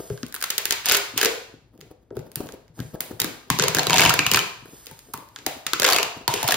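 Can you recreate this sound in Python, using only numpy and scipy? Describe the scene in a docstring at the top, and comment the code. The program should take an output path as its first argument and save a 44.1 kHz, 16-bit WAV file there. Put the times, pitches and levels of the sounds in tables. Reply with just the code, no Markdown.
"""A low hush and a hand rubbing paper come first, with small ticks and soft knocks on a wrapped cardboard box.
Then sticky tape jerks off a handheld plastic dispenser in rattling pulls: each slip of the glue is a short
noise burst that rings damped modes of the dispenser shell, the lid panels and the box walls.
Fine crackle fills parts of the pulls, hands brush and knock between them, and echoes of a hard kitchen
answer. Two microphone ports hear it all."""
import sys
import numpy as np
from scipy import signal
from scipy.fft import rfft, irfft, next_fast_len
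from scipy.io import wavfile
from scipy.ndimage import uniform_filter1d

SR = 44100
rng = np.random.default_rng(int(sys.argv[2]) if len(sys.argv) > 2 else 0)


def digitize_waveform(pressure):
    """Quantize a signal to 16-bit integers and store it at the path in sys.argv[1].

    Rows of a 2-D input are taken as channels; values are limited to [-1, 1].
    """
    field = np.atleast_2d(pressure).T
    bounded = np.clip(field, -1, 1)
    quanta = np.round(bounded * 32767).astype(np.int16)
    wavfile.write(sys.argv[1], SR, quanta)


N = 289418

# Colour of the low background hush: f/Hz, relative level/dB
HUSH_COLOUR = [(25, -25.5), (52, -11), (82, -21.5), (118, -12.5), (160, -27), (300, -25), (800, -39.5),
               (3000, -54.5), (16000, -78)]
HUSH_DB = -61.5  # before the blend of shared and separate noise

# Strokes of a hand on paper: t/s, length/s, hiss level/dB, muffled rub level/dB (before shape and trims)
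HAND_STROKES = [(-.1, 0.46, -45, -48), (1.732, 0.22, -88, -50.5), (2.118, 0.23, -84, -34.5),
                (2.34, 0.23, -55, -30), (2.737, 0.29, -51.5, -38.5), (2.92, 0.75, -73, -44.5),
                (4.584, 0.13, -63, -49.5), (4.634, 0.59, -48.5, -50.5), (5.048, 0.31, -64, -58.5),
                (5.303, 0.34, -57, -43), (5.54, 0.1, -57.5, -43.5), (6.162, 0.094, -66.5, -33.5)]
# Colours of the brushing hiss and of the muffled rub: f/Hz, relative level/dB
BRUSH_COLOUR = [(300, -11), (900, 2.5), (2500, -4), (5200, 0), (8000, 8), (12000, -5.5), (14600, 2),
                (16000, -30.5)]
MUFFLED_COLOUR = [(40, -15), (110, -13), (250, -4), (420, -9), (800, -17), (2000, -37)]
STROKE_RISE = 0.19  # share of the stroke spent rising

# Small ticks of tape and paper: t/s, crack level/dB, sizzle level/dB, shell level/dB # (the last two relative
# to the crack; the shell before its trim). The row at 2.3573 s is no separate tick: # it gives the glue slip at
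# 2.358 s an extra bright, sizzling edge
TAPE_TICKS = [(0.1002, -33, -8, -12), (0.176, -35, -14, -10.5), (0.207, -68, -9, -17),
              (0.2312, -24, -9, -16), (0.265, -34.5, 2, -29), (0.283, -43, 6.5, -27), (0.297, -49, 0, -18),
              (0.325, -31, 3.5, -21), (0.343, -29, 12.5, -6), (0.363, -26.5, 1.5, -11.5),
              (0.406, -36, 5, -22), (0.4138, -23, -3.5, -18), (1.777, -53, 2, -19), (1.807, -42, 0, -29),
              (1.812, -34, -3, -30), (2.1055, -52.5, -28.5, -2), (2.168, -35, -1, -10),
              (2.192, -38, -3, -17), (2.317, -42, 8.5, -25), (2.3573, -23.5, 10, -24), (2.47, -38, -6, -31),
              (2.489, -32.5, -1, -11.5), (2.5227, -36, 1, -34), (2.6803, -49, -9.5, -34),
              (2.791, -36.5, -7, -7), (2.8022, -28.5, -2.5, -14), (2.955, -44.5, 0, -5),
              (3.011, -30.5, -9, -14), (3.1164, -45, -2, -5), (3.1962, -30, -26, -5),
              (4.657, -57.5, 17.5, 6.5), (4.859, -37, 5, -31), (4.8684, -25.5, -4, -34),
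              (4.9125, -39.5, 7, -14), (4.991, -36, 3, -41), (5.1363, -33, 14.5, -18),
              (5.1756, -36, 4, -28), (5.222, -55, -9, -13), (5.288, -43, -2, -24),
              (5.3612, -23.5, -16, -16), (5.388, -30.5, -12, -28), (6.442, -21, -5, -18)]
TICK_MS, TICK_SHELL_HZ = 1.4, 1478
# Slips of the glue: t/s, peak level/dB, slip length/ms, liveliest shell mode f/Hz, sizzle level/dB,
# liveliest panel f/Hz, panel level/dB (sizzle and panels relative to the crack, before random scatter)
GLUE_SLIPS = [(0.3496, -26.5, 2.6, 4120.0, 8, 380.0, -20), (0.4248, -15, 2.8, 1520, 5, 1000.0, -27.0),
              (0.4397, -13.5, 3.4, 1300, 1.5, 1020, -30), (0.503, -10, 3.9, 4170, 2.5, 420, -32),
              (0.5804, -8, 3.4, 1810, 1.5, 420.0, -31), (0.6551, -8, 1.7, 1670, 1.5, 407, -27.5),
              (0.7078, -2, 1.9, 1580, -3.5, 394, -34), (0.7234, -10.0, 3.6, 1500, -3.5, 860, -20),
              (0.858, -10, 1.6, 4490.0, 5.5, 402, -29), (0.8642, -15.5, 3.7, 2860.0, -8.5, 860.0, -11.5),
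              (0.8866, -9, 3.8, 2240.0, -1.5, 580, -19), (0.8964, -4.5, 2.9, 3840.0, -5.5, 573, -23.5),
              (0.913, -3, 2.5, 1510.0, -9.5, 403, -29), (0.9197, -9, 5.1, 1450, 1.5, 420.0, -21),
              (0.931, -11.5, 3.5, 1460, -9, 412, -16), (0.9377, -12, 4.7, 1720, -1, 560, -13),
              (0.9465, -5.5, 3, 1670, -2.5, 396, -22.5), (0.9512, -9.5, 2.7, 1510, 0.5, 420, -17),
              (0.9676, -13, 5.2, 1380, 1.5, 870, -27), (1.1771, -9, 2, 2670, 3.5, 392, -30),
              (1.1819, -15, 3.2, 3620, -5, 423, -15.5), (1.188, -17.5, 4.0, 3600, -14, 790.0, -7.5),
              (1.2135, -5.5, 2.4, 1640.0, -3, 405, -19), (1.2299, -9.0, 2.3, 1480.0, 0.5, 425, -12),
              (1.2339, -13, 4.3, 1510, -3.5, 433, -8), (1.2481, -4.5, 1.6, 3150, 1.5, 375, -20.0),
              (1.257, -6, 3, 1524, -4, 442, -13.5), (2.358, -22.5, 1.3, 4770.0, -2, 269, -17.0),
              (3.0057, -17.5, 2.05, 5050, 7, 302, -19.5), (3.2004, -9.5, 2.9, 3730, 0.5, 440.0, -20.5),
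              (3.2172, -9, 1.7, 3880, -1.5, 410.0, -21.0), (3.2442, -13.5, 2, 1430, 1.5, 257, -10.5),
              (3.5018, -2.5, 1.78, 1070, 0.0, 270, -21.5), (3.5882, -9.5, 2.5, 1170, -4, 287, -11),
              (3.597, -0.5, 1.9, 1554, -18, 435, -19), (3.6226, -8.0, 3.1, 1100.0, -5.5, 960, -11.5),
              (3.6377, -6.5, 2.6, 1150, -8.0, 426, -10.5), (3.682, -7, 2.8, 1300, -3.5, 920, -15),
              (3.7477, -6, 2.4, 1590, -2.5, 433, -15), (3.7687, -7.0, 1.45, 1550, -6, 318, -10),
              (3.7853, -8, 2.3, 1645, 0, 740, -11), (3.793, -5, 2.7, 4230, -12.5, 322, -27),
              (3.8323, -17, 1.8, 2400, 3, 454, -27), (3.8692, -6, 1.5, 4020, -5.5, 420, -16.5),
              (3.897, -9, 2.9, 2500, -7, 974, -12), (3.906, -4.5, 1.6, 3290, -8, 933, -12.5),
              (3.9309, -4, 2.3, 3190, -10, 956, -15), (3.9415, -5.5, 1.8, 2470, -4, 730, -11.5),
              (3.9582, -10, 4, 3440, -6, 940, -29), (3.963, -8.5, 2.9, 2630, -9, 670, -13),
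              (3.9724, -9, 2.5, 2350.0, -5, 270.0, -18.0), (3.9821, -2.5, 2.9, 4050, -11, 940.0, -17),
              (3.9877, -10.5, 2.6, 1580.0, -1, 670.0, -17.0), (3.9948, -3, 3.8, 2520.0, -14, 946, -15.5),
              (4.0063, -6.5, 2.6, 2560.0, -2.5, 975, -10), (4.0174, -5, 2.2, 2500, -11, 640, -14.5),
              (4.022, -3, 1.6, 2700, -11, 750, -28), (4.035, -7, 2.7, 1600, -6, 920, -13),
              (4.04, -10, 2.9, 1550, -8, 930, -26), (4.0514, -4.0, 2.1, 3080, -3, 960, -13),
              (4.0603, -3, 2, 2500, -16, 290.0, -14), (4.0744, -8.5, 0.96, 2470, -5, 950, -13),
              (4.0938, -4.5, 4.7, 2770, -7, 960, -24), (4.1049, -8.5, 1.2, 1440, -4, 904, -24),
              (4.1395, -9, 2.6, 1570, -0.5, 443, -15), (4.191, -4.5, 2.6, 2430, -5, 259, -14.5),
              (4.2647, -5.5, 2.6, 2570, -4, 1036, -20.5), (4.315, -0.5, 1.66, 2910.0, -5, 290.0, -21.5),
              (4.336, -7.5, 2.2, 4440, 0, 322, -18), (4.3453, -1, 2.5, 2600, -9, 378, -18),
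              (4.3596, -8.0, 1.7, 2480, -1.0, 396.6, -16), (4.372, -7.0, 1.9, 1390, -1, 270.0, -21),
              (4.3909, -8, 1.44, 3030, -0.5, 400, -24), (5.1392, -23.0, 1.86, 1160, 6, 905, -20),
              (5.4641, -9.5, 2.5, 3970, 1.5, 703.6, -18), (5.6657, -10, 3.4, 1290.0, -4.5, 300.0, -22.5),
              (5.7338, -2.5, 1.5, 1360, -7.0, 328, -23), (5.798, -8.5, 2.4, 1330, -2.5, 520.0, -14.5),
              (5.8197, -5.5, 2.6, 1400, -9, 520, -16), (5.8314, -10, 2.5, 1655, -1, 370, -22),
              (5.8442, -3, 2.3, 1440, -7.0, 517, -18.5), (5.8487, -1, 3.4, 2100, -21, 503, -21),
              (5.8633, -8.5, 2.9, 3140, -1, 440, -22), (5.8677, -12, 2.7, 1430, -8, 392, -14.0),
              (5.8778, -7.5, 2.2, 2820, -6.0, 780.0, -13), (5.8883, -6, 2.4, 1306, -2, 850, -26),
              (5.9012, -10.5, 2.6, 1260, -2, 685, -9), (5.9069, -13.5, 1.8, 4400, -1, 614, -24),
              (5.9099, -10.5, 2.2, 2270, -3.0, 509, -22), (5.9234, -4.5, 2.6, 4730, -8, 395, -22),
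              (5.932, -5, 1.9, 4540, -1.5, 354, -18), (5.9462, -12, 1.3, 2830, 0, 740.0, -13),
              (5.9621, -7.5, 3.6, 2720, -3, 402, -15.0), (5.9852, -6, 1.4, 2650, -2, 880, -19),
              (5.9979, -15.5, 2.3, 2660, -23, 436, -11.5), (6.0293, -9.0, 2.9, 2800, -3.5, 900, -14.5),
              (6.2785, -4.5, 1.7, 4820, -1.5, 976, -13.5), (6.339, -10, 3.0, 4420, 1.5, 400, -15),
              (6.4294, -12, 2.0, 2730, 2.5, 860, -8.5), (6.4776, -14, 3.2, 2600, 3.5, 970, -22.0),
              (6.4872, -7, 1.4, 4300, 0, 615, -12), (6.5078, -11, 4.2, 3500, -5.5, 420, -22),
              (6.5211, -8, 3.7, 1870, -2.5, 750.0, -21.0), (6.542, -8.5, 2.5, 3330, -2, 384, -15)]
# How dispenser and hands rest on the lid from each moment on: t/s, shell level/dB,
# favoured box mode f/Hz, box level/dB (levels relative to the crack, before scatter and trims)
HAND_GRIPS = [(.3, -14, 119.6, -51.5), (.5, -26, 116.6, -55), (.88, -16.5, 121.3, -53),
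              (1.1, -13.5, 119.5, -46.5), (1.2, -17, 122.4, -56.5), (2.3, -20, 120, -7.5),
              (2.9, -23, 116, -37), (3.1, -16.5, 119, -23), (3.4, -11.5, 126.7, -16),
              (3.55, -15.5, 152, -20), (3.66, -16, 128.6, -19), (3.76, -12.5, 142, -19.5),
              (3.85, -10.5, 129, -19.5), (3.92, -10, 155.7, -24), (4.05, -9.5, 149, -20),
              (4.17, -6, 148, -17.5), (4.3, -11.5, 155, -26), (5.1, -8.5, 125, -18), (5.4, -14, 117, -30.5),
              (5.6, -14.5, 119, -38), (5.83, -12.5, 117.8, -55.5), (5.93, -10, 116, -36),
              (6.2, -14, 113.8, -23.5), (6.4, -18, 114.4, -16.5), (6.47, -10.5, 124, -29.5)]
# Colours of the crack and of its sizzle: f/Hz, relative level/dB
CRACK_COLOUR = [(700, -18), (1400, -8), (2100, -3), (3000, -3.5), (4300, -3.5), (5600, -6.5), (7000, -1),
                (8300, -12), (9300, -42.5)]
SIZZLE_COLOUR = [(6500, -16.5), (8700, 2.5), (10500, 0), (13500, 1), (15500, 1.5), (16500, -23)]
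# The part of a crack that differs between the ports: f/Hz, level/dB
PORT_DIFFERENCE = [(800, -16.5), (2000, -8), (5000, 4), (8000, -6), (11000, -2.5), (16000, -21)]
# Ringing modes of dispenser shell, lid panels and box: f/Hz, relative level/dB, time to fall 60 dB/s
SHELL_MODES = [(1026, 8, 0.015), (1243, -2.5, 0.023), (1417, -9, 0.036), (1558, -0.5, 0.025),
               (1776, -13, 0.059), (1790, -13, 0.0054), (2362, -2, 0.019), (2570, -10.5, 0.027),
               (2815, -6, 0.024), (3375, -5, 0.0081), (3910, -6, 0.026), (4560, -8.5, 0.034),
               (5060, -14.5, .007)]
PANEL_MODES = [(254.3, 8, 0.053), (305, 8, 0.033), (373.3, 4, 0.038), (418, 4.5, 0.064), (480.8, -4, 0.033),
               (544.8, 0, 0.04), (645, -0.5, 0.046), (742, -0.5, 0.046), (852, -6.5, 0.035),
               (942, -0.5, 0.05)]
BOX_MODES = [(52, -14, .1), (72, -5, .12), (98, -1, 0.1), (121.3, -1, 0.2), (153.1, 1.5, 0.22),
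             (173, -2, .18), (205, -8, 0.1)]
SIZZLE_SCATTER_DB, RING_SCATTER_DB = 1.64, 2.53  # random spread from slip to slip
CREST_DB = 4  # a slip's peak above its mean strength
SLIP_RISE_MS = 0.15
FIRST_BREAK, FIRST_BREAK_MS = 0.78, 0.13  # extra height and length of the first strands' break
SHELL_TRIM_DB = 2  # added to the shell levels of grips and ticks
SHELL_TO_WALLS_DB = -7  # the hand shields the shell's ring from the walls
PRESSED_RING = 0.5  # share of the box's and lid's ringing time left under the hands
BOX_LAG_S = 0.007  # the tug on the tape reaches the box walls a little after the crack
# Loss in dB per octave away from the liveliest mode
SHELL_FOCUS_DB, PANEL_FOCUS_DB, KNOCK_FOCUS_DB, PRESSED_FOCUS_DB = 28, 25.5, 71, 6

# Fingers and dispenser bump the box: t/s, panel level/dB, liveliest panel f/Hz,
# box level/dB relative to the panels (levels before small trims)
BOX_KNOCKS = [(0.103, -22.5, 415, -2.5), (0.233, -24.5, 250, -8), (1.137, -36, 250, -6),
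              (1.161, -34, 278.5, -7.5), (1.539, -41.5, 260, 0), (1.756, -47, 306, -26),
              (1.789, -46.5, 342.4, -4), (1.825, -45.5, 419, 3), (2.108, -34, 380, -11),
              (2.109, -36, 542, -22), (2.125, -33, 396, -12), (2.17, -23.5, 378, -5),
              (2.186, -46.5, 304, 13.5), (2.488, -39.5, 504, -10), (2.698, -71, 255, 27.5),
              (2.791, -33, 247, 6.5), (2.802, -29, 250, 2), (2.822, -47.5, 254, 0), (2.85, -44, 370, 13),
              (3.128, -39, 373, 2.5), (4.624, -45.5, 245, 3), (4.731, -44, 341, -1.5),
              (4.868, -45.5, 486, -20), (4.899, -51, 310, -10), (4.91, -41.5, 924, -2), (5.14, -39, 889, 3),
              (5.182, -41, 281, -2), (5.223, -45, 586, -17), (5.466, -21.5, 774, -18), (5.8, -56, 300, 22),
              (6.057, -49.5, 305, 11), (6.19, -53, 300, 7)]

# Stretches of fine tape crackle: t/s, length/s, level/dB
CRACKLE_STRETCHES = [(0.841, .13, -22), (1.157, 0.13, -26), (3.596, 0.073, -26), (3.744, 0.066, -32),
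                     (3.904, 0.2, -23.5), (4.305, 0.066, -38), (5.85, 0.146, -28), (6.285, 0.18, -29.5),
                     (6.458, 0.081, -22.5)]
# Colour of that crackle: f/Hz, relative level/dB
CRACKLE_COLOUR = [(500, -19.5), (1200, -2), (2000, -2), (2800, 4.5), (3600, -0.5), (5500, -1.5),
                  (8300, -2.5), (13000, -17), (16500, -30)]
CRACKLES_PER_S, CRACKLE_SPREAD_DB, CRACKLE_EDGE_S = 1300, 0.5, 0.023

# First bounces from lid and hands: delay/ms, level/dB
FIRST_BOUNCES = [(.62, -14), (2.3, -16)]
# How long the kitchen rings: f/Hz, time to fall 60 dB/s
ROOM_DECAY = [(100, 1), (260, 0.23), (700, 0.59), (1840, 0.53), (4850, 0.54), (12800, 0.42)]
# How loud the kitchen answers: f/Hz, level/dB against the direct sound
ROOM_LEVEL = [(100, -11.5), (400, 4), (700, 6.5), (1500, 2.5), (2700, 0.5), (5000, -1.5), (12000, -10)]
# How alike the kitchen sounds at both ports: f/Hz, likeness (0 to 1)
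ROOM_LIKENESS = [(100, 0.28), (300, 0.68), (700, 0.52), (3000, 0.024), (7000, 0.48), (11000, 1), (15000, 1)]

# By how much the left port leads the right: f/Hz, phase/rad
PORT_LEAD = [(340, 0), (600, -.8), (1460, .3), (4480, .6), (6000, -2.4), (8960, -3.8), (11500, -6.0),
             (13000, -6.3)]
# Left level minus right level: f/Hz, level/dB
PORT_LEAN = [(60, 4.5), (150, 3), (380, 4), (950, 2.5), (2380, 1), (5980, -1), (15000, -0.5)]
# Response shared by the ports: f/Hz, level/dB
MIC_RESPONSE = [(20, -15.5), (60, -5), (110, -3.5), (16000, -4.5)]
EDGE_HZ = 16300  # upper band limit


def gain_of(db):
    """Turns decibels into a factor."""
    return 10 ** (np.asarray(db) / 20)


def evened(x):
    """Scales to an rms of 1."""
    return x / np.sqrt(np.mean(x ** 2) + 1e-20)


def read(points, hz):
    """Reads a table between its points on a log-frequency axis."""
    f, value = np.transpose(points)
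    return np.interp(np.log(hz + 1), np.log(f + 1), value)


def add(mix, s, sound):
    """Mixes a sound in at s seconds."""
    part = mix[round(s * SR):][:len(sound)]
    part += sound[:len(part)]


def filtered(x, response):
    """Multiplies the spectrum by a function of frequency."""
    size = next_fast_len(N)
    hz = np.fft.rfftfreq(size, 1 / SR)
    return irfft(rfft(x, size) * response(hz), size)[..., :N]


def coloured(x, points):
    """Shapes the spectrum, keeping the power of white noise."""
    return filtered(x, lambda hz: evened(gain_of(read(points, hz))))


def hush():
    """Low steady noise, mostly shared by the ports, with a little of its own in each."""
    common, left, right = coloured(rng.standard_normal((3, N)), HUSH_COLOUR)
    return gain_of(HUSH_DB) * (1.9 * common + .3 * np.array([left, right]))


def hands():
    """Skin slides on paper: a slightly grainy hiss and a lumpy low rub swell and ease with each stroke."""
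    t = np.arange(N) / SR
    level = np.zeros((2, N))
    for s, length, *levels_db in HAND_STROKES:
        # the first value also holds as a faint trace before the stroke
        shape = np.interp(t - s, [0, STROKE_RISE * length, length], [0.0036, 0.76, 0])
        level += shape * gain_of(levels_db)[:, None]
    hiss, rub, grain, lumps = rng.standard_normal((4, N))
    grain = evened(uniform_filter1d(grain, 100))
    lumps = evened(uniform_filter1d(lumps, 900))
    hiss = coloured(hiss * gain_of(0.76 * grain), BRUSH_COLOUR)
    rub = coloured(rub * gain_of(8.4 * lumps - 5.5), MUFFLED_COLOUR)
    return gain_of(6.0) * level[0] * hiss + level[1] * rub


def slip(ms):
    """Two ragged bursts of one shape: glue strands break fast at first, then the slip dies."""
    t = np.arange(500) / SR * 1000  # ms
    ragged = gain_of(2.2 * np.repeat(rng.standard_normal(50), 10))
    shape = np.minimum(t / SLIP_RISE_MS, 1)
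    shape *= np.exp(-.8 * t / ms) * np.exp(-(t / (1.7 * ms)) ** 4)
    shape *= 1 + FIRST_BREAK * np.exp(-t / FIRST_BREAK_MS)
    bursts = rng.standard_normal((2, 500)) * ragged * shape
    # both bursts get the energy of the smooth shape
    return bursts * np.linalg.norm(shape) / np.linalg.norm(bursts, axis=1)[:, None]


def ring(modes, push, scatter_db, rise_ms, lively_hz=None, damp_db=60):
    """Damped modes driven by a short push; each blow finds them in a new mix."""
    hz, db, t60 = np.transpose(modes)[:, :, None]
    chance = rng.standard_normal((3, len(modes), 1))
    t = np.arange(int(t60.max() * SR)) / SR
    db = db + scatter_db * chance[0]
    if lively_hz:  # the grip tunes all modes so that the nearest has this pitch, and damps the others
        hz = hz * lively_hz / hz[np.argmin(abs(np.log(hz / lively_hz)))]
        db = db - np.minimum(damp_db * abs(np.log2(hz / lively_hz)), 20)
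    # the blow reaches each mode at its own moment
    turns = hz * (1 + .012 * chance[1]) * t + chance[2]
    swing = gain_of(db - 60 * t / t60) * np.sin(2 * np.pi * turns) / hz
    swing *= 1 - np.exp(-1000 * t / rise_ms)
    out = np.diff(signal.fftconvolve(swing.sum(0), push))  # air follows the speed of the surface
    return out / np.sqrt(np.mean(out[:500] ** 2))


def add_crack(crack, sizzle, shell, s, db, sizzle_db, ms, shell_hz, shell_db):
    """One slip bursts into crack and sizzle and sets the dispenser shell ringing."""
    direct, difference = slip(np.clip(ms, .5, 8))
    # summed over all directions the crack has an even spectrum: a single click
    to_walls = np.array([np.linalg.norm(direct)])
    for k, part in enumerate((direct, difference, to_walls)):
        add(crack[k], s, gain_of(db) * part)
        add(sizzle[k], s, gain_of(db + sizzle_db) * part)
    shell_ring = ring(SHELL_MODES, np.hanning(7), 2, .3, shell_hz, SHELL_FOCUS_DB)
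    add(shell, s, gain_of(db + shell_db + SHELL_TRIM_DB) * shell_ring)


def pressed(modes):
    """Hands resting on a surface shorten its ringing."""
    return [(hz, db, PRESSED_RING * t60) for hz, db, t60 in modes]


def tape():
    """Cracks of the glue (direct, port difference, spread to the walls) and all they set ringing."""
    crack, sizzle = np.zeros((2, 3, N))
    shell, rings = np.zeros((2, N))
    for s, db, sizzle_db, shell_db in TAPE_TICKS:
        add_crack(crack, sizzle, shell, s, db, sizzle_db, TICK_MS, TICK_SHELL_HZ, shell_db)
    lid, box = pressed(PANEL_MODES), pressed(BOX_MODES)
    grip_starts = np.transpose(HAND_GRIPS)[0]
    for s, db, ms, shell_hz, sizzle_db, panel_hz, panels_db in GLUE_SLIPS:
        _, shell_db, box_hz, box_db = HAND_GRIPS[np.searchsorted(grip_starts, s) - 1]
        chance = rng.standard_normal(4)
        db = db - CREST_DB
        sizzle_db = sizzle_db + SIZZLE_SCATTER_DB * chance[0]
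        shell_db, panels_db, box_db = np.array([shell_db, panels_db, box_db]) + RING_SCATTER_DB * chance[1:]
        add_crack(crack, sizzle, shell, s, db, sizzle_db, ms, shell_hz, shell_db)
        panel_ring = ring(lid, np.hanning(16), 2.4, 1.5, panel_hz, PANEL_FOCUS_DB)
        add(rings, s, gain_of(db + panels_db) * panel_ring)
        thump = ring(box, np.hanning(120), 1.5, 3, box_hz, PRESSED_FOCUS_DB)
        add(rings, s + BOX_LAG_S, gain_of(db + box_db + 0.5) * thump)
    direct, difference, to_walls = coloured(crack, CRACK_COLOUR) + coloured(sizzle, SIZZLE_COLOUR)
    return direct, difference, to_walls, shell, rings


def knocks():
    """Soft, slower pushes ring mainly the low modes of lid and box."""
    out = np.zeros(N)
    for s, db, lively_hz, box_db in BOX_KNOCKS:
        panel_ring = ring(PANEL_MODES, np.hanning(60), 0.55, 0.47, lively_hz, KNOCK_FOCUS_DB)
        add(out, s, gain_of(db - 0.5) * panel_ring)
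        add(out, s, gain_of(db + box_db - 5.0) * ring(BOX_MODES, np.hanning(150), 2.0, 0.6))
    return out


def crackle():
    """Many tiny strands part at random moments, each a short fading bit of noise."""
    t = np.arange(N) / SR
    level = np.zeros(N)
    for s, length, db in CRACKLE_STRETCHES:
        edges = np.minimum(t - s, s + length - t) / CRACKLE_EDGE_S
        level += gain_of(db) * np.clip(edges, 0, 1)
    size = gain_of(CRACKLE_SPREAD_DB * np.minimum(rng.exponential(1, N), 4))
    strands = size * (rng.random(N) < CRACKLES_PER_S / SR)
    fading = np.exp(-np.arange(100) / 25)
    strands = signal.oaconvolve(strands, fading)[:N] * rng.standard_normal(N)
    return level * coloured(evened(strands), CRACKLE_COLOUR)


def near(x):
    """Direct sound plus the first bounces off lid and hands."""
    taps = np.zeros(300)
    taps[0] = 1
    for ms, db in FIRST_BOUNCES:
        taps[round(ms * SR / 1000)] += gain_of(db)
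    return signal.oaconvolve(x, taps / np.linalg.norm(taps))[:N]


def kitchen(x):
    """Dense tails dying band by band; three take turns so that like cracks get unlike echoes."""
    out = np.zeros((2, N))
    turn = np.arange(N) / SR * 37  # rad
    for k in range(3):
        noise = rng.standard_normal((2, 36000))
        hz, t, (left, other) = signal.stft(noise, SR, nperseg=256)
        same = np.clip(read(ROOM_LIKENESS, hz), 0, 1)[:, None]
        right = same * left + np.sqrt(1 - same ** 2) * other
        t60 = read(ROOM_DECAY, hz)[:, None]
        fall = gain_of(read(ROOM_LEVEL, hz)[:, None] - 60 * t / t60)
        fall /= np.sqrt(t60 * SR / np.log(1e6))  # long tails get no extra energy
        tail = signal.istft(np.array([left, right]) * fall, SR, nperseg=256)[1]
        # walls answer after some ms
        tail *= np.clip((np.arange(tail.shape[1]) / SR - .004) / 0.00016, 0, 1)
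        share = np.sqrt(2 / 3) * np.cos(turn + k * np.pi / 3)
        out += signal.fftconvolve((share * x)[None], tail, axes=1)[:, :N]
    return out


def scene():
    """All sources in the kitchen over its low hush."""
    background = hush()
    handling = hands()
    crack, difference, to_walls, shell, rings = tape()
    handling = handling + knocks()
    fine = crackle()
    port_split = filtered(difference, lambda hz: gain_of(read(PORT_DIFFERENCE, hz))) * [[1], [-1]]
    # the lid faces the microphone more than the walls, so they get less of the handling
    sent = to_walls + gain_of(SHELL_TO_WALLS_DB) * shell + fine + rings + gain_of(-8.0) * handling
    direct = near(crack + shell + fine + rings + handling)
    return direct + port_split + kitchen(sent) + background


def record(dry):
    """The two ports differ in phase and level by frequency; soft overload; band limit."""
    side = np.array([[.5], [-.5]])  # left, right

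    def port_response(hz):
        level = gain_of(read(MIC_RESPONSE, hz) + side * read(PORT_LEAN, hz))
        return level * np.exp(1j * side * read(PORT_LEAD, hz))

    ports = np.tanh(filtered(dry, port_response))
    low_pass = signal.firwin(255, EDGE_HZ, window=("kaiser", 9), fs=SR)
    return signal.oaconvolve(ports, low_pass[None], "same")


dry = scene()
out = record(dry)
digitize_waveform(out)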